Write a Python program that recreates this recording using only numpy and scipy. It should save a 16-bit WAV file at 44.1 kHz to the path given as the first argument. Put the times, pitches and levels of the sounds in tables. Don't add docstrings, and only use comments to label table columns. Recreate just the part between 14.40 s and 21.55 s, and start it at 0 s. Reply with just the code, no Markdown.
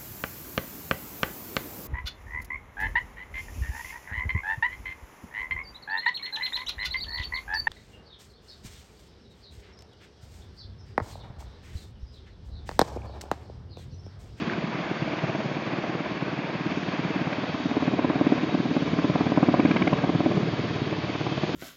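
import sys
import numpy as np
from scipy import signal
from scipy.fft import rfft, irfft, next_fast_len
from scipy.io import wavfile
from scipy.ndimage import uniform_filter1d, map_coordinates

SR = 44100
rng = np.random.default_rng(int(sys.argv[2]) if len(sys.argv) > 2 else 0)


def dump(signal):
    limited = np.clip(np.atleast_2d(signal).T, -1, 1)
    pcm = np.round(limited * 32767).astype(np.int16)
    wavfile.write(sys.argv[1], SR, pcm)


def elevation(decibels):
    levels = np.asarray(decibels, float)
    return 10 ** (levels / 20)


N = 315315
TIME = np.arange(N) / SR
MARGIN = SR // 10

# time in seconds,
# delay factor.
BOUNCE_PATH = [(0, 0.82), (1.8, 0.89), (2.6, 0.92), (3.3, 0.94), (6, 0.93), (7.15, 0.87)]


def unit(x):
    return x / np.sqrt(np.mean(x ** 2) + 1e-20)


def along(points, hz):
    f, v = np.transpose(points)
    return np.interp(np.log(hz + 1), np.log(f + 1), v)


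def curves(rows):
    s, *cols = np.transpose(rows)
    return [np.interp(TIME, s, c) for c in cols]


def wobble(rate):
    return map_coordinates(rng.standard_normal(int(N * rate / SR) + 4), [TIME * rate])


def spells(rows, rest_db, s):
    swells = sum(elevation(db) * np.exp(-((s - at) / half) ** 2) for at, half, db in rows)
    return elevation(rest_db) + swells


def filtered(x, response):
    m = next_fast_len(N + SR // 2)
    return irfft(rfft(x, m) * response(np.fft.rfftfreq(m, 1 / SR)), m)[:N]


def resonant(x, modes):
    def response(f):
        return sum(elevation(db) * 1j * f * w / (c * c - f * f + 1j * f * w) for c, w, db in modes)
    return filtered(x, response)


def noise(spectrum, patchy_db):
    z = signal.stft(rng.standard_normal(N + 512), nperseg=512)[2]
    field = uniform_filter1d(rng.standard_normal(z.shape), size=5, axis=0)
    field = uniform_filter1d(field, size=12, axis=1)
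    patched = signal.istft(z * elevation(patchy_db * unit(field)), nperseg=512)[1][:N]
    return unit(filtered(patched, lambda hz: elevation(along(spectrum, hz))))


def add(track, s, shape):
    start = round(s * SR) - len(shape) // 2 + MARGIN
    track[start:start + len(shape)] += shape


def distance():
    # time in seconds, distance in m.
    approach = [(.104, 255.9), (.978, 236.45), (1.853, 217.6), (2.733, 200.4), (3.619, 185.25),
                (4.507, 170.65), (5.392, 155.2), (6.279, 140.2), (7.01, 131.8)]
    return np.polynomial.Chebyshev.fit(*np.transpose(approach), deg=6)(TIME)


def blade_count():
    blade_hz, first_m, sound_m_s = 17.2, 250, 343
    return blade_hz * (TIME - (distance() - first_m) / sound_m_s)


def encounters():
    # time in seconds, pulse level in dB, sharp edge in dB, pulse
    # pitch in Hz, lift of slap and followers together in dB.
    vortex = [(0, -18, -43, 175, -8), (.9, -26.5, -23.5, 228, 1), (1.45, -18.5, -32, 260, -2.5),
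              (2.0, -21, -32.5, 207, -3.5), (2.4, -20, -38, 198, -5), (2.75, -14, -45.5, 218, -3.5),
              (3.07, -20.5, -24, 227, -6), (3.25, -14.5, -32, 202, -1.5), (3.4, -9.5, -26, 223, -5),
              (3.9, -12, -23.5, 238, 2), (4.2, -11.5, -25, 212, -4), (4.55, -11, -25, 219, -3.5),
              (5.0, -13.5, -20, 215, 0.5), (5.25, -9, -18.5, 235, -0.5), (5.451, -9.5, -17, 234, -7.5),
              (5.92, -15.5, -25.5, 240, 2), (6.15, -20, -32, 251, -2), (7.15, -17, -24, 303, -3)]
    # time in seconds, pulse
    # and edge change in dB.
    odd_slaps = [(0.296, -19, -7), (0.405, -21, -12), (0.514, 1, -13), (0.569, -18, -8.5), (0.787, -16, -19),
                 (0.842, -9, -11), (1.005, -13, -6), (1.06, -16, -9), (1.114, -17, -6.5), (1.224, -16, -7),
                 (1.278, -26, -10.5), (1.442, -22, -2), (1.497, -10, 2), (1.661, -13, 1), (1.771, -18, -7),
                 (2.1, -2, 6), (2.155, -19, -11), (2.265, 3, -5), (2.375, 1.5, -14), (2.485, 5.5, -3),
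                 (2.596, 1.5, -2), (2.651, -22, -2), (2.816, -10, 1), (2.872, 1, 16), (2.927, -20, 2.5),
                 (2.982, 13, 4), (3.038, -7, -1), (3.536, -5.5, 2.5), (3.592, 0.5, 5.5), (3.703, 0.5, 7),
                 (3.813, -1, -0.5), (3.924, -2, -5), (3.98, -17, -9), (4.035, -8, -8), (4.091, -23, -9.5),
                 (4.202, 7, 2), (4.257, -2, 1.5), (4.479, -21, -11), (4.535, 4, 1), (4.59, 5.5, 5.5),
                 (4.756, 2.5, 5.5), (4.812, 3, 5), (4.867, -7, -7.5), (4.978, 6.5, 9), (5.088, 3, -2),
                 (5.144, -9.5, 0), (5.199, 4.5, 2.5), (5.254, -2.5, -3), (5.309, 2, 0.5), (5.475, 6, 0.5),
                 (5.531, 3, 7.5), (5.586, -11, -5), (5.641, 4.5, 6), (5.697, -3, 0.5), (5.807, -11.5, -6.5),
                 (6.029, -19, -8.5), (6.474, 5.5, 5), (6.586, -10, 0), (7.039, -0.5, 2), (7.096, 4.5, 4.5),
                 (3.259, -3.5, 0.5), (3.314, -6, 3.5), (3.37, 4, 5.5), (0.241, -3, -2), (0.623, 0, -3),
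               (0.732, 7, 4), (0.951, -1.5, -4), (1.169, -0.5, 1.5), (1.388, 1, 2), (3.426, 1, 3),
               (3.481, -5.5, -1), (3.647, 2, 3), (3.758, -5, -1), (3.869, -1, -5.5), (4.146, 0, 3),
               (4.313, 4, -0.5), (4.368, -1, 6), (4.424, -1, 1.5), (4.645, 1, -2.5), (4.701, -3, -1),
               (4.922, -6.5, -4), (5.033, 3.5, 1.5), (5.365, -7, -1.5), (5.42, 3, -2.5), (5.752, -1, -1.5),
               (5.863, 5, 3), (5.918, -2.5, 1), (5.973, 3, 3), (6.084, 2, 0), (6.14, -1, 0),
               (6.195, 5.5, 0), (6.251, 1, -2), (6.306, -1, 0), (6.362, -2.5, 1), (6.418, -2, -2),
               (6.53, -1, 5), (6.642, -2, 0), (6.698, 0, -6), (6.755, 2, 1), (6.811, 0, -0.5),
               (6.868, 1, 3), (6.925, -7, -4), (6.982, -5, -3)]
    # lateness in ms, pulse in dB, edge in dB.
    blades = [(.6, -.6, -.9), (-.1, .4, .6), (.1, -.8, -.4), (-1.1, 1.6, .8)]
    # time in seconds, lead in ms.
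    early = [(0, 0), (4.65, 0), (4.8, .9), (5.15, .9), (5.3, .4), (6.5, .4), (7.15, 1.5)]
    jitter_ms, scatter_db, pitch_scatter, train_scatter_db = .25, .6, .04, 1.5
    faint_db, faint_wander = -14, .16
    glance_regain = 0.46
    glance_sag = 0.0098

    passed = blade_count()
    k = np.arange(int(passed[-1]) + 1)
    s = np.interp(k, passed, TIME)
    knots, *cols = np.transpose(vortex)
    db, edge_db, hz, train_db = [np.interp(s, knots, c) for c in cols]
    late_ms, blade_db, blade_edge_db = np.array(blades)[k % len(blades)].T
    odd_db = np.zeros((2, len(k)))
    for at, *change_db in odd_slaps:
        odd_db[:, np.argmin(abs(s - at))] = change_db

    chance = rng.standard_normal((len(k), 5)).T
    faint = 1 + faint_wander * np.clip(faint_db - db, 0, None)
    lead_ms = np.interp(s, *np.transpose(early))
    at = s + (late_ms - lead_ms + jitter_ms * faint * chance[0]) / 1000
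    pulse_db = db + blade_db + odd_db[0] + scatter_db * faint * chance[1]
    sag = glance_sag * np.minimum(odd_db[0], 0)
    pitch = hz * np.exp(pitch_scatter * faint * chance[2] + sag)
    sharp_db = edge_db + blade_edge_db + odd_db[1] + scatter_db * faint * chance[3]
    trail_db = train_db - glance_regain * odd_db[0] + train_scatter_db * chance[4]
    return np.transpose([at, pulse_db, pitch, sharp_db, trail_db])


def slaps(passes):
    # delay in ms, level in dB.
    followers = [(-5, -15), (4.2, -6.5), (7.2, -6.5), (11.5, -14), (34, -15)]
    # centre in seconds, half length in seconds, level in dB.
    crackles = [
        (.12, 0.069, -39),
        (.8, 0.15, -40),
        (2.4, 0.37, -48.5),
        (2.935, 0.019, -30.5),
        (4.2, 0.96, -52),
        (5.38, 0.18, -25),
        (6.9, 0.47, -54),
    ]
    # centre in Hz, width in Hz, level in dB.
    tip_colour = [(1630, 98, 4), (2190, 330, -0.5), (2340, 410, -7), (3160, 600, -36)]
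    # centre in Hz, width in Hz, level in dB.
    edge_colour = [(610, 120, 4.5), (713, 65, -1.5), (984, 270, -1.5), (1520, 230, -23)]
    # centre in Hz, width in Hz, level in dB.
    far_colour = [(650, 68, 12), (1100, 320, -12.5)]
    # time in seconds, change of the upper part in dB.
    bright = [(3.37, 5), (3.481, 1.5), (3.647, 4.5), (3.758, -1), (3.869, 1.5), (4.146, -1), (4.313, 8),
              (4.368, -11), (4.59, 3), (4.645, 14), (4.701, 1), (4.812, -1.5), (4.922, 1), (4.978, -5),
              (5.144, -3), (5.42, 6.5), (5.863, -9), (5.918, -12)]
    far_m, near_m = 270, 215

    body, edge, tip = np.zeros((3, N + SR // 5))
    t = np.arange(-600, 601) / SR

    def burst(late, wide):
        return rng.standard_normal(len(t)) * np.exp(-((t - late) / wide) ** 2)

    front = np.exp(-((t + .0015) / .00022) ** 2)
    for s, db, hz, edge_db, train_db in passes:
        path = np.interp(s, *np.transpose(BOUNCE_PATH))
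        for ms, less_db in [(0.00016, 0.0059)] + followers:
            chance = rng.standard_normal(3) * (ms != 0)
            at = s + ms * path * (1 + .02 * chance[0]) / 1000
            gain = elevation(less_db + train_db * (ms != 0) + 1.5 * chance[1])
            u = hz * (1 + 0.09 * chance[2]) * t
            pulse = np.cos(2 * np.pi * 1.32 * u - .1) * np.exp(-(1.6 * (u - .11)) ** 2)
            add(body, at, elevation(db) * gain * pulse)
            add(edge, at, -elevation(edge_db + 11.5) * gain * front)
        add(edge, s, elevation(edge_db + 4) * burst(.0015, .0055))
        crackle = spells(crackles, -44, s) * elevation(15.5 + rng.normal(0, 1.0))
        add(tip, s, crackle * burst(0.0038, 0.0033))

    heard = slice(MARGIN, MARGIN + N)
    body, edge, tip = body[heard], edge[heard], tip[heard]
    close = np.clip((far_m - distance()) / (far_m - near_m), 0, 1)
    lift_db = sum(db * (abs(TIME - s - .005) < .025) for s, db in bright)
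    sharp = resonant(close * edge, edge_colour[:2])
    sharp = sharp + resonant(close * elevation(lift_db) * edge, edge_colour[2:])
    sharp = sharp + resonant((1 - close) * edge, far_colour)
    softened = filtered(sharp, lambda f: 1 / (1 + (f / 1450) ** 4))
    near = body + softened + resonant(tip, tip_colour)
    return filtered(near, lambda f: f ** 6 / (f ** 6 + 110 ** 6) / (1 + (f / 3600) ** 4))


def walls(x):
    # frequency in Hz, decay time t60 in seconds.
    decay = [(100, 0.07), (500, 0.85), (2000, 0.23), (6000, 0.11)]
    hz, t, z = signal.stft(rng.standard_normal(SR // 2), SR, nperseg=256)
    fade = elevation(-60 * t / along(decay, hz)[:, None])
    tail = signal.istft(z * fade, SR, nperseg=256)[1]
    return signal.fftconvolve(np.pad(x, (400, 0)), tail / np.linalg.norm(tail))[:N]


def hum():
    # order of blade passing, level in dB rms.
    main_orders = [(2, -70), (3, -62.5), (4, -65.5), (5, -45), (6, -54), (7, -47), (8, -58), (9, -67.5)]
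    # order, level in dB rms.
    tail_orders = [(1, -58.5), (2, -50), (3, -50)]
    # time in seconds, level in dB.
    load = [(0, -18), (1, -13), (2, -8), (3, -4.5), (4, 0), (5, 6), (6, 2), (7.15, -1.5)]
    # time in seconds, pitch in Hz, level in dB.
    whine = [(0, 3815, -80), (2.9, 3815, -76), (3.15, 3815, -60), (4, 3818, -59), (5.3, 3800, -60),
             (6.2, 3797, -61), (6.4, 3795, -57), (6.6, 3795, -62), (7.15, 3790, -67)]
    tail_ratio = 4.61
    turn = 2 * np.pi * blade_count()
    main = sum(elevation(db + 2.3 * wobble(2.3)) * np.cos(k * turn - .3 + .25 * wobble(1.2))
               for k, db in main_orders)
    tail = sum(elevation(db + 1.9 * wobble(2.3)) * np.cos(k * tail_ratio * turn + 0.8 * wobble(2.7))
               for k, db in tail_orders)
    hz, whine_db = curves(whine)
    whine_gain = elevation(whine_db + 3 * wobble(20))
    gear = whine_gain * np.cos(2 * np.pi * np.cumsum(hz + 9 * wobble(30)) / SR)
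    return np.sqrt(2) * (elevation(curves(load)[0]) * (main + tail) + gear)


def roof(x, echo_db):
    late = np.arange(N) - curves(BOUNCE_PATH)[0] * .007 * SR
    return unit(x + elevation(echo_db) * np.interp(late, np.arange(N), x))


def roar():
    # time in seconds, level in dB.
    wake = [(0.0, -32), (.1, -33), (.55, -37), (.85, -33.5), (2.0, -34.5), (2.8, -34.5), (3.2, -36.5),
            (3.5, -32.5), (3.92, -31), (4.2, -31), (5.05, -30.5), (5.34, -26), (5.67, -30.5), (5.99, -25),
            (6.13, -31.5), (6.45, -31.5), (6.7, -35), (7.15, -33)]
    # time in seconds, clarity in dB, blade rush in dB.
    air = [(0, 2, 0), (.3, 0, -0.5), (.55, 1.5, 1), (1.1, 0.5, 0.5), (2.1, -1, 0.4), (2.45, 1.9, 1.5),
           (2.75, -0.1, 2.5), (3.15, 1.5, 0), (3.75, -1, 1.5), (3.95, 0.7, 2.5), (4.15, 0, -0.5),
           (4.4, 1.3, 0), (4.8, 1, 2), (5.3, 0.6, 1.5), (5.9, -0.5, 0), (6.2, 0.5, 0.5), (6.7, 0.5, 1),
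           (7.15, 2.5, 0.9)]
    # frequency in Hz, level in dB per Hz.
    rumble_colour = [(30, -64.5), (65, -34.5), (100, -4), (145, -3.5), (220, 1), (320, -3.5), (400, -3.5),
                     (520, -14.5), (700, -48)]
    rush_colour = [(300, -24.5), (480, -4.5), (630, 1.5), (850, -4), (1100, -2.5), (1350, -7), (1600, -5.5),
                   (1850, -7.5), (2200, -6.5), (2600, -7.5), (2900, -14.5), (3400, -52)]
    hiss_colour = [(2400, -32), (2900, 2.5), (3300, 5), (3700, 1.5), (4050, -2), (4550, -0.5), (4800, -3.5),
                   (5300, -8), (6000, -38)]
    fizz_colour = [(4500, -30), (5200, 3.5), (5500, 6.5), (5900, 4), (6300, 4), (6900, 1), (8500, -30),
                   (9500, -25.5)]
    # frequency in Hz, level in dB per Hz.
    inlet_colour = [(4300, -41), (4480, 2), (4560, -3), (4640, -3.5), (4800, -46.5)]

    near_db = 20 * np.log10(200 / distance())
    clear_db, facing_db = curves(air)
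    rumble_db = curves(wake)[0]
    rush_db = -36.5 - 0.35 * near_db + facing_db
    hiss_db = -47.5 + 0.65 * near_db + clear_db
    fizz_db = -59.5 + 0.6 * near_db + 1.7 * clear_db
    sweep = np.cos(2 * np.pi * blade_count() + 1.1)
    gust = wobble(15)
    rumble = elevation(rumble_db + 2.2 * sweep + 0.22 * gust)
    rumble = rumble * roof(noise(rumble_colour, patchy_db=0.35), echo_db=-12.5)
    rush = elevation(rush_db + 1.1 * sweep + .5 * gust + 0.37 * wobble(40))
    rush = rush * noise(rush_colour, patchy_db=0.5)
    hiss = elevation(hiss_db + 0.5 + 0.36 * sweep + 0.27 * gust + 0.16 * wobble(40))
    hiss = hiss * noise(hiss_colour, patchy_db=0.5)
    fizz = elevation(fizz_db - 1.5 + 0.44 * sweep + 0.85 * wobble(8.9))
    fizz = fizz * noise(fizz_colour, patchy_db=0.65)
    inlet = elevation(-66 + clear_db + 1.5 * wobble(2.9)) * noise(inlet_colour, patchy_db=-2.0)
    return rumble + rush + hiss + fizz + inlet


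def breeze():
    # centre in seconds, half length in seconds, level in dB.
    puffs = [
        (0, 0.26, -48),
        (2.25, 0.3, -64),
        (3.72, 0.095, -45),
        (4.63, 0.056, -52),
        (5.42, 0.11, -44),
        (5.97, 0.074, -44),
        (6.3, 0.29, -51.5),
    ]
    # frequency in Hz, level in dB per Hz.
    buffet_colour = [(15, -27), (30, -12), (48, -4), (70, 1), (110, 1), (200, -49.5)]
    return spells(puffs, -52.5, TIME) * noise(buffet_colour, patchy_db=-3.0)


def thuds(times):
    # time in seconds, peak in dB, pitch in Hz.
    push = [(0, -24, 185), (.3, -21.5, 185), (.6, -28.5, 153), (1.19, -26, 147), (1.79, -25.5, 165),
            (2.38, -25, 167), (2.98, -25, 160.6), (3.58, -26.5, 163), (4.17, -23, 165), (4.77, -19.5, 166),
            (5.36, -18.5, 169), (5.96, -21.5, 149), (6.3, -23, 128), (6.6, -24.5, 134), (7.15, -22, 142)]
    # time in seconds, change in dB.
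    uneven = [(0.077, 4), (0.132, -18), (0.186, 2.5), (0.241, 1), (0.296, -6), (0.46, -12), (0.569, -2),
              (0.623, 9), (0.732, -3), (0.787, -15), (0.842, 8), (1.005, -14), (1.06, 6), (1.224, -20),
              (1.442, -10), (1.661, -14), (1.716, 3.5), (1.771, -7), (1.826, 3), (1.88, -12), (2.1, -17),
              (2.155, 2), (2.32, -15), (2.43, -5), (2.54, -26), (2.596, 8), (2.651, 6.5), (2.761, -2),
              (2.872, 5), (2.982, -8), (3.148, -5), (3.204, -22), (3.259, 2), (3.314, -14.5), (3.481, 5.5),
              (3.592, -13), (3.758, 3), (3.869, -13), (4.091, -9), (4.313, -6), (4.59, -1.5), (4.701, 3),
              (5.199, -9), (5.309, -1), (5.531, 3), (5.697, -9), (5.752, 5.5), (5.807, -20), (5.863, -14),
              (5.918, 2), (5.973, 8), (6.084, 1.5), (6.251, -4), (6.362, 1), (6.698, -18), (6.755, -15)]
    # time in seconds, peak in dB, pitch in Hz.
    ticks = [
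        (.099, -21, 1660),
        (7.1465, -18, 286),
    ]
    cycles, late_ms, scatter_db = 1.15, 3.4, 0.66

    track = np.zeros(N + SR // 5)
    t = np.arange(-900, 901) / SR
    knots, *cols = np.transpose(push)
    db, pitch = [np.interp(times, knots, c) for c in cols]
    for at, change_db in uneven:
        db[np.argmin(abs(times - at))] += change_db
    for s, peak_db, hz, chance in zip(times, db, pitch, rng.standard_normal((len(times), 2))):
        u = hz * (1 + 0.016 * chance[0]) * t
        swing = np.cos(2 * np.pi * u) * np.exp(-(u / cycles) ** 2)
        add(track, s + late_ms / 1000, -elevation(peak_db + scatter_db * chance[1]) * swing)
    for s, peak_db, hz in ticks:
        snap = np.cos(2 * np.pi * hz * t) * np.exp(-(hz * t / 1.7) ** 2)
        add(track, s, elevation(peak_db) * snap)
    return track[MARGIN:MARGIN + N]


def nozzle():
    # pitch in Hz, centre in seconds, half length in seconds, level in dB.
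    streaks = [
        (3200, 6.9, 0.32, -62),
        (2600, 6.7, .4, -51.5),
        (3850, 7.0, .15, -67.5),
        (3800, 3.7, 0.98, -57.5),
        (1520, 1.9, 0.09, -47),
        (1100, 4.65, .12, -46.5),
        (300, 5.96, .06, -33),
        (380, 4.9, 0.11, -46),
    ]
    flow = rng.standard_normal(N)
    flutter = elevation(3 * wobble(14))

    def band(hz, width_hz=90):
        return unit(filtered(flow, lambda f: np.exp(-((f - hz) / width_hz) ** 2)))

    return flutter * sum(spells([flare], -91.5, TIME) * band(hz) for hz, *flare in streaks)


def scene():
    passes = encounters()
    beat = slaps(passes)
    answer = elevation(-17.5) * walls(beat)
    mix = beat + answer + hum() + roar() + breeze() + thuds(passes[:, 0]) + nozzle()
    return mix[None]


def low_pass(x):
    return signal.sosfilt(signal.butter(12, 9040, fs=SR, output="sos"), x)


def record(dry):
    def mic(hz):
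        bass_cut = (1j * hz / (70 + 1j * hz)) ** 2
        treble_cut = 1 / (1 + (hz / 7150) ** 36) + elevation(-34) * (hz < 9100)
        return bass_cut * treble_cut
    return low_pass(filtered(dry[0], mic)[None])


dry = scene()
out = record(dry)
dump(out)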